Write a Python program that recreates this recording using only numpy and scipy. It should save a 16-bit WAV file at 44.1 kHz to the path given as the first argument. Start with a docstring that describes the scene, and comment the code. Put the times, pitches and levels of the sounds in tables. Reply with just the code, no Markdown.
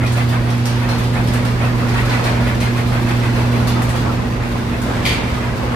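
"""A motor hums and steel panels rumble: an electric opener lifts a sectional door a few metres away.
Magnetic forces make the hum, at twice the mains frequency. The chain jingles and jolts the door about
six times a second, while rollers grind along their tracks and shake the panels. Hinges tick as they
fold, and near the end one section drops over with a clank. The hard garage walls reverberate."""
import sys
import numpy as np
from scipy import signal
from scipy.fft import rfft, irfft
from scipy.io import wavfile

SR = 44100
rng = np.random.default_rng(int(sys.argv[2]) if len(sys.argv) > 2 else 0)


def generate_wav(signal):
    """Clip the signal to [-1, 1] and save it as 16-bit WAV at the path in sys.argv[1]."""
    frames = np.transpose(np.atleast_2d(signal))
    scaled = np.clip(frames, -1, 1) * 32767
    pcm = np.round(scaled).astype(np.int16)
    wavfile.write(sys.argv[1], SR, pcm)


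N = 253575
TIME = np.arange(N) / SR
MAINS_HZ, WAVER_HZ = 60.007, 352

# The hum eases once most of the door lies overhead.
# Each row: time in seconds, level of the hum in dB, level of its octave in dB.
HUM_LEVELS = [(0, -17, -26), (.45, -17, -25), (.95, -18, -24.5), (1.35, -18.5, -25), (1.7, -17.5, -24.5),
              (2.3, -18.5, -27), (2.47, -18, -21.5), (2.7, -19, -26.5), (3.0, -17.5, -25),
              (3.7, -17, -22.5), (4.35, -22.5, -27.5), (5.0, -25, -26), (5.75, -22.5, -30.5)]
# That octave briefly fades four times. Each row: time in seconds, change in dB.
OCTAVE_DIPS = [(1.59, -8.5), (2.06, -24), (2.54, -17), (3.92, -7.5)]
# Buzz of the motor housing. Each row: multiple of the hum frequency, dB relative to the octave.
HOUSING_BUZZ = [(3, -24), (4, -23), (5, -27), (6, -26), (7, -27)]

# Shudder of the panels, grind of the rollers and jingle of the chain as the door travels.
# Each row: time in seconds, relative level in dB.
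PANEL_LEVELS = [(0, -22.8), (.8, -24.3), (1.25, -21.3), (1.6, -21.5), (2.0, -20.3), (2.7, -21.7),
                (3.3, -21.3), (3.6, -19.5), (3.9, -22), (4.13, -20.5), (4.4, -22.8), (4.75, -22.5),
                (5.1, -19.3), (5.45, -23), (5.75, -20.7)]
ROLLER_LEVELS = [(0, -29), (.7, -29.5), (1.8, -26.5), (2.25, -22), (2.6, -27.5), (3.2, -26.5), (3.8, -25),
                 (4.1, -26.5), (4.3, -27), (4.75, -29), (4.97, -24), (5.5, -26.5), (5.75, -27)]
CHAIN_LEVELS = [(0, -.5), (.6, 0.5), (1.5, -2.5), (2.05, -1), (2.75, 2), (3.15, 1.5), (3.9, -1.5),
                (4.2, -4), (4.8, -0.5), (5.3, -3), (5.75, -7.5)]

# Tugs of the chain. Each row: peak time in seconds, clatter of fittings in dB, knock of panels in dB.
TUGS = [(.035, -27.5, -29), (.185, -26, -26.5), (.34, -28.5, -27.5), (.495, -31, -27.5), (.68, -36, -31.5),
        (.77, -34, -37), (.835, -30.5, -31), (.91, -30, -25), (1.01, -32, -32), (1.165, -28, -27),
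        (1.35, -27.5, -32), (1.465, -34, -32), (1.63, -26.5, -24.5), (1.8, -31, -33), (1.9, -32.5, -42),
        (1.98, -23, -48), (2.135, -25.5, -32), (2.275, -25, -29), (2.37, -33, -32), (2.48, -26.5, -32),
        (2.64, -26, -29.5), (2.785, -29.5, -33), (2.946, -27.5, -27), (3.095, -26, -31),
        (3.245, -27.5, -30.5), (3.385, -29.5, -26.5), (3.55, -34, -28.5), (3.68, -46, -32),
        (3.79, -56, -25.5), (3.95, -35, -27.5), (4.065, -48, -25), (4.44, -34, -33.5), (4.56, -38, -30.5),
        (4.73, -33, -35), (4.9, -43, -29), (5.44, -32, -40), (5.63, -48, -28), (5.73, -30, -27.5)]
# Hinges snapping. Each row: start in seconds, relative level in dB, offsets of clink and ring in dB.
HINGE_SNAPS = [(.063, -22.5, 4.5, -15), (.12, -18, -12, -25), (0.502, -23.5, 1, -20), (.655, -14, -2, -15),
               (.888, -21, 2, 3), (.982, -19.5, -13, -20), (1.133, -24, -4, -23), (1.273, -21, -2, -13),
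               (1.336, -17, -13, -25), (1.45, -22.5, -1, -10), (1.508, -27, -12, -20),
               (1.786, -37, -7, -15), (1.885, -26.5, 3, -4), (2.094, -27, 11, 6), (2.239, -18, -0.5, 2),
               (2.603, -17.5, -1, -13), (2.879, -28, -10, -25), (3.019, -27, -8, -15), (3.089, -25, 2, -1),
               (3.183, -40, -8, -20), (3.603, -29, -8, -20), (3.672, -21.5, -12, -15),
               (3.82, -16.5, -14, -25), (3.892, -17, -10, -20), (3.961, -23.5, 2, -20),
               (4.817, -20.5, -21, -30), (5.34, -24, -3, -16)]
# A section dropping and bouncing. Each row: start in seconds, relative level in dB.
SECTION_BLOWS = [(5.030, -15), (5.042, -17), (5.053, 0), (5.063, -3.5), (5.088, -6.5), (5.116, -10)]

# Tone colours as heard. Each row: frequency in Hz, relative spectral density in dB.
PANEL_SPECTRUM = [(22, -11), (32, -21), (40, -1), (53, 0.5), (70, -1), (100, -1), (135, -6.5), (195, -4),
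                  (240, -4.5), (280, -7.5), (350, -10), (410, -12.5), (520, -14.5), (800, -30)]
CLATTER_SPECTRUM = [(800, -8), (1400, -1), (2000, 0.5), (2450, -2.5), (2800, -5), (3300, -4), (4500, -13),
                    (6000, -21), (9000, -17.5)]
KNOCK_SPECTRUM = [(300, -8.5), (520, 5.5), (850, 3.5), (1150, 1.5), (1700, -7), (3500, -23)]
ROLLER_SPECTRUM = [(250, -18), (450, 1.5), (700, 1), (900, 1), (1300, -4), (2200, -8.5), (3500, -16),
                   (7000, -24.5)]
CLANK_SPECTRUM = [(150, -4), (500, -5), (1200, -3.5), (1600, 1), (2100, 5), (2800, 5.5), (3600, 2.3),
                  (4100, 0), (4750, 1.8), (5400, -4.5), (8000, -8), (10300, -8), (13000, -12), (15000, -20)]
TICK_SPECTRUM = [(2000, -7), (4500, -8), (7500, -7), (9200, -3.5), (10600, -9), (14000, -10), (15000, -14)]
CLINK_SPECTRUM = [(1000, -9), (2200, -8), (3300, -3), (4600, -3.5), (5500, -5.5), (7500, -17)]
# Tone colour of the bright jingle as heard. 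Each row: frequency in Hz, relative spectral density in dB.
JINGLE_SPECTRUM = [(1200, -12), (2500, -3), (3400, -1.5), (4500, -2), (5500, -6.5), (6300, -9.5),
                   (7500, -11), (8700, -10.5), (10300, -10), (11800, -13), (13200, -9.8), (14500, -13)]

# Modes of a section's steel edge, a hinge plate and the door's hardware.
# Each row: frequency in Hz, relative level in dB, time to decay by 60 dB in seconds.
EDGE_MODES = [(2013, -2, .15), (2719, -2, .12), (2961, 2, .13), (3170, -2, .1), (3650, 0, .1),
              (4258, 0, .12), (4690, -1, .12), (4830, 1, .12), (6298, 0, .12), (7130, -2, .1),
              (7558, 0, .12)]
HINGE_MODES = [(4215, 0, .13), (3560, -10, .08), (5210, -10, .08)]
HARDWARE_MODES = [(1650, -2, .15), (2080, 1, .15), (2480, 0, .12), (2720, -1, .1), (2950, -1, .1),
                  (3600, 1, .1), (4154, -2, .25), (4775, 3, .2), (6089, -3, .25), (7555, -6, .2)]

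# Decay of sound in the garage. Each row: frequency in Hz, reverberation time in seconds.
GARAGE_T60 = [(60, 0.56), (500, 1), (2500, 0.79), (6000, 0.44), (13000, 0.21)]
# Width of the diffuse field. Each row: frequency in Hz, side level minus mid level in dB.
FIELD_WIDTH = [(60, -11.5), (150, -15.5), (280, -9), (500, -3.5), (1500, -0.5), (4000, -.5), (8000, 0.5),
               (13000, -1)]


def motor():
    """Magnetic force peaks twice per mains cycle; the hum wavers slightly and its octave briefly fades."""
    phase = 2 * np.pi * 2 * MAINS_HZ * TIME
    hum_db, octave_db = curve(HUM_LEVELS), curve(HUM_LEVELS, column=2)
    dip_db = sum(db * swell(s, rise_s=.028, fall_s=.028) for s, db in OCTAVE_DIPS)
    hum = undb(hum_db + .53 * wander(54)) * np.cos(phase + .024 * wander(7.9))
    octave = undb(octave_db + dip_db + .3 * wander(8)) * np.cos(2 * phase + .02 * wander(6))
    buzz = sum(undb(octave_db + db + 2 * wander(6.8)) * np.cos(k * phase + .5 * wander(2))
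               for k, db in HOUSING_BUZZ)
    # a faint tone wavers above the hum
    waver_gain = undb(hum_db - 20 + 2 * wander(6.3))
    waver = waver_gain * np.cos(2 * np.pi * WAVER_HZ * TIME + 1.33 * wander(5.8))
    return np.sqrt(2) * (hum + octave + buzz + waver)


def panels():
    """Forced vibration: the wide sections shudder as they roll and radiate a low boom."""
    boom = diffuse(contacts(2500, 2.56), contacts(2500, 3), PANEL_SPECTRUM)
    return boom * undb(curve(PANEL_LEVELS))


def jolts():
    """Impact excitation: each tug shifts the sections, so fittings clatter and panels knock dully."""
    shake = sum(tug(s) * undb(db) for s, db, _ in TUGS)
    bump = sum(tug(s) * undb(db) for s, _, db in TUGS)
    fittings = np.array([contacts(3500, 2.5) for _ in range(2)])
    mid, side = fittings + undb(-6) * pings(480, low_hz=1100, high_hz=2700)
    clatter = diffuse(mid, side, CLATTER_SPECTRUM) * linger(shake, wet_db=-2.5)
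    knock = diffuse(contacts(2500, 2), contacts(2500, 2), KNOCK_SPECTRUM) * linger(bump, wet_db=-2)
    return clatter + knock


def rollers():
    """Rolling noise: steel wheels strike grit and dents, and the track rings briefly here and there."""
    grit = np.array([contacts(3000, 1.34) for _ in range(2)])
    mid, side = grit + undb(-12.5) * pings(420, low_hz=900, high_hz=2900)
    return diffuse(mid, side, ROLLER_SPECTRUM) * undb(curve(ROLLER_LEVELS))


def section_clank():
    """Impact and rebound: a section drops over the bend of the track, exciting the modes of its edge."""
    crack = blows(SECTION_BLOWS, chatter_s=.0075)
    ring = undb(5) * struck(SECTION_BLOWS, EDGE_MODES)
    return undb(-7.5) * garage(colour(crack + ring, CLANK_SPECTRUM), direct_db=-3, places=2)


def hinges():
    """Transient excitation: a folding hinge ticks and clinks, and its plate rings on freely."""
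    ticks = [(s, db) for s, db, _, _ in HINGE_SNAPS]
    clinks = [(s, db + clink_db) for s, db, clink_db, _ in HINGE_SNAPS]
    rings = [(s, db + ring_db) for s, db, _, ring_db in HINGE_SNAPS]
    tick = undb(4) * colour(blows(ticks, chatter_s=.0061), TICK_SPECTRUM)
    clink = undb(5) * colour(blows(clinks, chatter_s=.014), CLINK_SPECTRUM)
    ring = undb(15) * struck(rings, HINGE_MODES)
    return garage(tick + clink + ring, direct_db=-6, places=8)


def chain():
    """Loose links collide at random and excite faint resonances in the steel hardware."""
    dip_db = sum(tug(s) for s, _, _ in TUGS)  # about 1 dB softer at each tug
    level_db = curve(CHAIN_LEVELS) - dip_db + 2.8 * wander(35)
    links = contacts(420, 4.5) * undb(level_db)
    jingle = colour(links + undb(-20) * resonate(links, HARDWARE_MODES), JINGLE_SPECTRUM)
    return undb(-36) * unit(garage(jingle, direct_db=-16, places=20))


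def tug(peak_s):
    """A pulse of tension: the chain tightens quickly and slackens more slowly."""
    return swell(peak_s, rise_s=.02, fall_s=.034)


def contacts(per_second, scatter_db):
    """Shot noise: tiny independent impacts, a few harder than the rest; rms 1."""
    impulses = (rng.random(N) < per_second / SR) * rng.choice([-1, 1], N)
    return unit(impulses * undb(scatter_db * np.minimum(rng.standard_normal(N), 2)))


def blows(events, chatter_s):
    """Contact chatter: each blow of metal on metal is a noise burst with exponential decay."""
    force = sum(undb(db) * (TIME >= s) * np.exp(-np.abs(TIME - s) / chatter_s) for s, db in events)
    return force * rng.standard_normal(N)


def pings(per_second, low_hz, high_hz):
    """Damped oscillation of small steel parts, each at its own pitch and place; mid and side, rms 1."""
    t = TIME[:SR // 12]
    fade = decay(t, t60=.12)
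    mid_side = np.zeros((2, N + 2 * len(t)))
    for when, pitch, size, place in rng.random((int(per_second * N / SR), 4)):
        start, angle = int(when * (N + len(t))), 2 * np.pi * place
        ring = size * fade * np.sin(2 * np.pi * (low_hz + pitch * (high_hz - low_hz)) * t)
        mid_side[:, start:start + len(t)] += np.outer([np.cos(angle), np.sin(angle)], ring)
    return unit(mid_side[:, len(t):len(t) + N])


def struck(events, modes):
    """An impulse excites all the modes of a part at once."""
    force = np.zeros(N)
    for s, db in events:
        force[int(s * SR)] += undb(db)
    return resonate(force, modes)


def resonate(force, modes):
    """Modal superposition: the force is convolved with a sum of damped sines of total energy 1."""
    t = TIME[:SR // 2]
    ring = sum(undb(db) * np.sin(2 * np.pi * hz * t) * decay(t, t60) for hz, db, t60 in modes)
    return signal.oaconvolve(force, ring / np.linalg.norm(ring))[:N]


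def garage(x, direct_db, places):
    """Room response depends on position: a moving part meets new reflections at each place."""
    place = (places - 1) * TIME / TIME[-1]
    ears = np.zeros((2, 2 * N))
    for k in range(places):
        near = np.flatnonzero(np.abs(place - k) < 1)
        crossfaded = x[near] * np.cos(np.pi / 2 * (place[near] - k))
        wet = signal.fftconvolve(room_response(direct_db), crossfaded[None], axes=1)
        ears[:, near[0]:near[0] + wet.shape[1]] += wet
    return ears[:, :N]


def room_response(direct_db):
    """Impulse response at two ears: direct sound plus dense reflections that die sooner in the treble."""
    size = 2 ** 14
    t, hz = TIME[:size], np.fft.rfftfreq(size, 1 / SR)
    noise = rfft(rng.standard_normal((2, size)))
    tail = 0
    for band_hz, t60 in GARAGE_T60:
        band = at_hz([(f, f == band_hz) for f, _ in GARAGE_T60], hz)
        tail = tail + irfft(noise * band) * decay(t, t60)
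    mid, side = unit(tail) / np.sqrt(size)
    side = irfft(rfft(side) * undb(at_hz(FIELD_WIDTH, hz)))
    ears = np.array([mid + side, mid - side])
    ears[[0, 1], [2, 0]] += undb(direct_db)  # direct sound reaches the right ear two samples sooner
    return ears * np.sqrt(2) / np.linalg.norm(ears)


def diffuse(mid, side, spectrum):
    """In a diffuse field the two ears receive similar bass but unrelated treble; rms 1."""
    side = colour(colour(side, spectrum), FIELD_WIDTH)
    return unit(colour(mid, spectrum) + np.array([side, -side]))


def linger(envelope, wet_db, t60=.4):
    """Reverberant decay: the room stores a share of a rattle's energy and loses it exponentially."""
    retained = np.exp(-2 * np.log(1000) / (t60 * SR))
    stored = signal.lfilter([1 - retained], [1, -retained], envelope ** 2)
    return np.sqrt(envelope ** 2 + undb(wet_db) ** 2 * stored)


def colour(x, spectrum):
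    """A minimum-phase filter imposes the spectrum, falling 12 dB per octave beyond its ends."""
    size = 2 ** 14
    hz = np.maximum(np.fft.rfftfreq(size, 1 / SR), 1)
    skirts = np.minimum(1, hz / spectrum[0][0]) * np.minimum(1, spectrum[-1][0] / hz)
    cepstrum = irfft(np.log(undb(at_hz(spectrum, hz)) * skirts ** 2))
    cepstrum[1:size // 2] *= 2  # folding the cepstrum makes the filter causal
    cepstrum[size // 2 + 1:] = 0
    return signal.oaconvolve(x, irfft(np.exp(rfft(cepstrum))))[:N]


def wander(rate_hz):
    """Low-passed noise gives smooth random modulation; rms 1."""
    hz = np.fft.rfftfreq(N, 1 / SR)
    return unit(irfft(rfft(rng.standard_normal(N)) * np.exp(-(hz / rate_hz) ** 2), N))


def swell(peak_s, rise_s, fall_s):
    """A Gaussian pulse of height 1, with its own width on each side."""
    lag = TIME - peak_s
    return np.exp(-.5 * np.minimum(np.abs(lag) / np.where(lag < 0, rise_s, fall_s), 10) ** 2)


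def decay(t, t60):
    """Exponential damping, by 60 dB in t60 seconds."""
    return np.exp(-np.log(1000) * t / t60)


def curve(table, column=1):
    """Interpolate one column of a time table at every sample."""
    rows = np.array(table)
    return np.interp(TIME, rows[:, 0], rows[:, column])


def at_hz(points, hz):
    """Interpolate (Hz, value) points on a log-frequency axis."""
    f, value = np.transpose(points)
    return np.interp(np.log(np.maximum(hz, 1)), np.log(f), value)


def pan(x, left_db):
    """Level difference gives direction: the left channel exceeds the right by left_db."""
    return x * undb(np.array([[left_db], [-left_db]]) / 2)


def undb(db):
    """Decibels to amplitude ratio."""
    return 10 ** (np.asarray(db) / 20)


def unit(x):
    """Scale to rms 1."""
    return x / np.sqrt(np.mean(x ** 2))


def scene():
    """Superposition: hum and rumble stand a little to the right, and rattles come from all around."""
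    bass = pan(motor(), left_db=-3) + pan(panels(), left_db=-.5)
    rattles = pan(rollers(), left_db=-1) + pan(jolts(), left_db=-.5) + chain()
    return bass + rattles + pan(hinges(), left_db=.5) + section_clank()


def record(dry):
    """Band limiting: a steep low-pass filter removes the highest treble."""
    cutoff_hz = 14600
    return signal.sosfilt(signal.ellip(8, .2, 70, cutoff_hz, fs=SR, output="sos"), dry)


dry = scene()
out = record(dry)
generate_wav(out)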